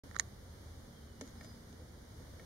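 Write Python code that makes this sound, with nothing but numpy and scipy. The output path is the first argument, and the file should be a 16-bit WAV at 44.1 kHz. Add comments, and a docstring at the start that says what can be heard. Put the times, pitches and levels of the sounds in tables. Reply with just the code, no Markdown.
"""Woodpecker on a dead trunk

In a quiet forest a woodpecker gives a hollow trunk one firm knock and a few light taps, prying at the
loose wood. Before that, something small and dry creaks and snaps right beside the right microphone.
Farther out lie a low rumble, a faint engine hum, leaf hiss and whistling birds."""
import sys
import numpy as np
from scipy import signal
from scipy.fft import rfft, irfft
from scipy.io import wavfile

SR = 44100
rng = np.random.default_rng(int(sys.argv[2]) if len(sys.argv) > 2 else 0)


def file_out(sig):
    """Save sig as 16-bit WAV at sys.argv[1]."""
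    # one column per channel
    cols = np.atleast_2d(sig).T
    # limit, then scale
    lim = np.clip(cols, -1, 1)
    pcm = np.round(lim * 32767).astype(np.int16)
    wavfile.write(sys.argv[1], SR, pcm)


N = 108045

# echo among the trees (frequency [Hz], t60 [s])
FOREST_T60 = [(200, 0.12), (1500, 0.7), (6000, 0.42), (14000, 0.062)]


def amp(db):
    """Decibels to gain."""
    return 10 ** (np.asarray(db) / 20)


def unit(x):
    """Scales to rms 1."""
    return x / np.sqrt(np.mean(x ** 2) + 1e-20)


def read(points, hz):
    """Reads a table along log frequency."""
    f, value = np.transpose(points)
    return np.interp(np.log(hz + 1), np.log(f + 1), value)


def add(mix, start_s, sound):
    """Mixes a sound in at its start time."""
    part = mix[:, max(round(start_s * SR), 0):][:, :sound.shape[-1]]
    part += sound[..., :part.shape[1]]


def noise(tone, size):
    """Two unrelated channels of noise with the given tone, at rms 1."""
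    hz = np.fft.rfftfreq(size, 1 / SR)
    return unit(irfft(rfft(rng.standard_normal((2, size))) * amp(read(tone, hz)), size))


def drift(rate_hz, size):
    """Random wandering of rms about 1."""
    hz = np.fft.rfftfreq(N, 1 / SR)
    return unit(irfft(rfft(rng.standard_normal(N)) * np.exp(-(hz / rate_hz) ** 2), N))[:size]


def strike(t, rise_s, decay_s):
    """Quick rise and exponential fall."""
    return (1 - np.exp(-t / rise_s)) * np.exp(-t / decay_s)


def mode(t, hz, t60, rise_s):
    """One struck resonance."""
    return strike(t, rise_s, t60 / np.log(1000)) * np.sin(2 * np.pi * hz * t)


def pecks(contact_rise_s=0.00037, thud_rise_s=0.0049):
    """The beak ticks on the surface, the dry outer wood clacks, and the hollow trunk thuds."""
    # beak on the trunk (time [s], tick [dB], clack [dB], thud [dB], thud brightness [dB/octave])
    blows = [(1.2108, -38.5, -45.5, -51, 15.5), (1.2159, -47.5, -55, -42, 4.5),
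             (1.4100, -52, -43.5, -58.5, 6), (1.4453, -52, -53, -73, -8), (1.727, -53.5, -69, -58, 0),
             (1.798, -73, -66, -56.5, 11), (2.198, -72, -66, -59, 12), (2.3962, -54.5, -45.5, -58, 12)]
    # tone of the beak's tick (frequency [Hz], level [dB])
    tick_tone = [(300, -12), (700, -0.5), (1900, -2.5), (3400, 0.5), (4800, -4), (6300, 0.5), (9500, -10.5),
                 (12000, -20), (15000, -30)]
    # dry outer wood (frequency [Hz], level [dB], t60 [s])
    wood_modes = [(638, -4, 0.029), (1340, -8, 0.022), (1852, -3, 0.028), (2200, 0.5, 0.02)]
    # hollow trunk (frequency [Hz], level [dB], t60 [s])
    trunk_modes = [(270, 4.5, 0.11), (461.4, -5, 0.089), (501, 2.5, 0.061), (588, -8, 0.043)]
    out, t = np.zeros((2, N)), np.arange(SR // 6) / SR
    lowest_hz = trunk_modes[0][0]
    pan = amp([[-0.3], [0.3]])  # a hair right of centre
    for start_s, tick_db, clack_db, thud_db, tilt in blows:
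        tick = amp(tick_db) * noise(tick_tone, len(t)) * strike(t, contact_rise_s, decay_s=0.0033)
        clack = sum(amp(clack_db + db) * mode(t, hz, t60, contact_rise_s) for hz, db, t60 in wood_modes)
        thud = sum(amp(thud_db + db + tilt * np.log2(hz / lowest_hz)) * mode(t, hz, t60, thud_rise_s)
                   for hz, db, t60 in trunk_modes)
        add(out, start_s, (tick + clack) * pan + thud)
    return out


def loose_fibres(grain_db=4.5):
    """Loose wood fibres crackle briefly as the beak pulls at them."""
    # pulls of the beak (time [s], length [s], level [dB])
    pulls = [(1.244, .06, -62.5), (1.425, 0.051, -63), (1.674, 0.076, -70)]
    # tone of the fibres (frequency [Hz], level [dB])
    fibre_tone = [(500, -10), (1600, 4), (3000, -4), (5000, -3), (6500, 5), (8500, -3), (15000, -20)]
    out = np.zeros((2, N))
    for start_s, length_s, db in pulls:
        size = int(length_s * SR)
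        grains = unit(amp(grain_db * drift(rate_hz=470, size=size)))
        add(out, start_s, amp(db) * noise(fibre_tone, size) * grains * signal.windows.tukey(size, .5))
    return out


def close_clicks(ring_rise_s=0.00029):
    """A small dry thing crunches and rings by the right microphone; nearby surfaces scatter each click."""
    # dry clicks (time [s], ring [dB], ring brightness [dB/octave], crunch [dB])
    clicks = [(.1122, -47, -9, -37.5), (0.1463, -58, -13, -39.5), (0.156, -55, 2, -40), (0.16, -46, 5, -37),
              (0.1643, -36, -11.5, -27), (0.1876, -32, 2.5, -55), (.197, -9.5, -1, -29.5),
              (0.2073, -47.5, 27, -55)]
    # what they ring with (frequency [Hz], left [dB], right [dB], t60 [s])
    ring_modes = [(1144, -60, -44, 0.21), (1890, -38, -7.5, 0.015), (2070, -31, -14, 0.01),
                  (4080, -16.5, -10.5, 0.0082), (5280, -9.5, -16, 0.0052), (6450, -12.5, -7.5, 0.0058),
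                  (6780, -20, 4.5, 0.0051), (8460, -21, -13.5, 0.0075), (10600, -19, -40, 0.0034)]
    # tone of the scattered reflections (frequency [Hz], level [dB])
    scatter_tone = [(500, -2), (1900, 10.5), (3200, 2.5), (6500, 1), (8800, -5), (11000, -34), (15000, -30)]
    # tone of the crunch (frequency [Hz], level [dB])
    crunch_tone = [(250, -21), (700, -6), (1350, 16), (2000, -21), (3500, -7), (6200, -10.5), (9000, -19),
                   (15000, -46)]
    out, t = np.zeros((2, N)), np.arange(SR // 10) / SR
    middle_hz = np.mean([row[0] for row in ring_modes])
    scatter_envelope = amp(-28) * strike(t, rise_s=0.0015, decay_s=0.0068)
    crunch_envelope = strike(t, rise_s=0.000056, decay_s=0.0013)
    scatter_pan, crunch_pan = amp([[0.5], [0]]), amp([[-19], [0]])
    for start_s, ring_db, tilt, crunch_db in clicks:
        ring = np.zeros((2, len(t)))
        for hz, left_db, right_db, t60 in ring_modes:
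            gain = amp([[left_db], [right_db]]) * amp(tilt * np.log2(hz / middle_hz))
            ring += gain * mode(t, hz, t60, ring_rise_s)
        scatter = noise(scatter_tone, len(t)) * scatter_envelope * scatter_pan
        crunch = noise(crunch_tone, len(t)) * crunch_envelope * crunch_pan
        add(out, start_s, amp(ring_db) * (ring + scatter) + amp(crunch_db) * crunch)
    return out


def far_birds(waver=0.003, flutter_db=4, echo_db=-3):
    """Thin gliding whistles from far off, blurred by the trees."""
    # bird calls (time [s], length [s], start pitch [Hz], end pitch [Hz], level [dB])
    whistles = [(0.924, .12, 3310, 3000, -71.5), (1.06, .16, 3040, 2860, -72),
                (1.321, .10, 5160, 5070, -74), (1.384, 0.17, 4970, 4970, -69.5),
                (1.635, 0.057, 5000, 5000, -78), (1.822, 0.0132, 6550, 7600, -68)]
    out = np.zeros((2, N))
    for start_s, length_s, start_hz, end_hz, db in whistles:
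        size = int(length_s * SR)
        hz = np.linspace(start_hz, end_hz, size) * (1 + waver * drift(rate_hz=60, size=size))
        envelope = amp(db + flutter_db * drift(rate_hz=36, size=size)) * signal.windows.tukey(size, .5)
        add(out, start_s, envelope * np.sin(2 * np.pi * np.cumsum(hz) / SR))
    return out + amp(echo_db) * forest_echo(out)


def far_engine(waver_hz=1.56):
    """Wavering tones of a distant engine swell and fade, alike at both microphones."""
    # engine tones (frequency [Hz], peak level [dB], loudest at [s], swell width [s])
    tones = [(81.5, -63.5, 1.4, 4), (193.7, -66, 1.08, 1.06), (233.1, -59, 1.35, 0.48),
             (520, -76, 1.04, 3.6)]
    out, t = np.zeros(N), np.arange(N) / SR
    for hz, db, peak_s, width_s in tones:
        swell = amp(db) * np.exp(-((t - peak_s) / width_s) ** 2 / 2)
        pitch_hz = hz + waver_hz * drift(rate_hz=3.93, size=N)
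        out += swell * np.sin(2 * np.pi * np.cumsum(pitch_hz) / SR)
    return out


def forest_air(level_db=-53, wander_db=0.7):
    """Distant rumble shared by both microphones, and leaf hiss that differs between them."""
    # tone of the forest air (frequency [Hz], relative spectral density [dB])
    air_tone = [(15, -21), (30, -11.5), (50, -6.5), (82, -1), (115, -7.5), (165, -12.5), (260, -15),
                (370, -18), (510, -18), (720, -24.5), (1050, -27.5), (1800, -27.5), (3200, -32),
                (6400, -33.5), (9500, -37.5), (12000, -40), (15500, -44)]
    # likeness of the two microphones' signals (frequency [Hz], correlation [-1 to 1])
    likeness = [(60, 1), (150, 0.93), (300, 0.71), (520, 0.22), (1000, 0.22), (2000, -0.11), (3300, -0.055),
                (5300, 0.11), (12000, -0.063)]
    # lean to one side (frequency [Hz], left minus right [dB])
    balance = [(200, 0), (520, -2.5), (900, -1.5), (1800, -3.5), (3500, 0.5), (6400, -2), (8300, -1),
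               (10000, 3.5), (12000, -0.5)]
    hz = np.fft.rfftfreq(N, 1 / SR)
    mid, side = rfft(rng.standard_normal((2, N)))
    spread = np.arccos(read(likeness, hz)) / 2
    mid, side = mid * np.cos(spread), side * np.sin(spread)
    lean = amp(read(balance, hz) / 2)
    spectrum = np.array([(mid + side) * lean, (mid - side) / lean]) * amp(read(air_tone, hz))
    return unit(irfft(spectrum, N)) * amp(level_db + wander_db * drift(rate_hz=1.7, size=N))


def forest_echo(sound):
    """The trees return a diffuse tail, each band dying at its own speed."""
    hz, t, bands = signal.stft(rng.standard_normal((2, SR // 2)), SR, nperseg=128)
    decay = np.exp(-np.log(1000) * t / read(FOREST_T60, hz)[:, None])
    tail = signal.istft(bands * decay, SR, nperseg=128)[1]
    return signal.fftconvolve(sound, tail / np.linalg.norm(tail[0]), axes=1)[:, :N]


def scene():
    """The forest at the microphones: the trunk echoes among the trees, the close clicks hardly at all."""
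    woodpecker = pecks() + loose_fibres()
    clicks = close_clicks()
    echo = forest_echo(amp(-11.5) * woodpecker + amp(-37) * clicks)
    return woodpecker + clicks + echo + far_birds() + forest_air() + far_engine()


def record(dry, silence_s=0.035, fade_s=0.0019, cutoff_hz=15800):
    """The recorder notches two narrow bands, opens after a moment of silence and cuts the top treble."""
    # narrow dips in the recorder's response (frequency [Hz], width [Hz], depth [dB])
    notches = [(2601, 203, 24), (7670, 278, 22.5)]
    f = np.fft.rfftfreq(N, 1 / SR)
    dips_db = sum(depth_db * np.exp(-abs(f - hz) / width_hz) for hz, width_hz, depth_db in notches)
    notched = irfft(rfft(dry) * amp(-dips_db), N)
    fade_in = np.clip((np.arange(N) / SR - silence_s) / fade_s, 0, 1)
    lowpass = signal.firwin(511, cutoff_hz, window=("kaiser", 9), fs=SR)
    return signal.oaconvolve(notched * fade_in, lowpass[None], "same")


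dry = scene()
out = record(dry)
file_out(out)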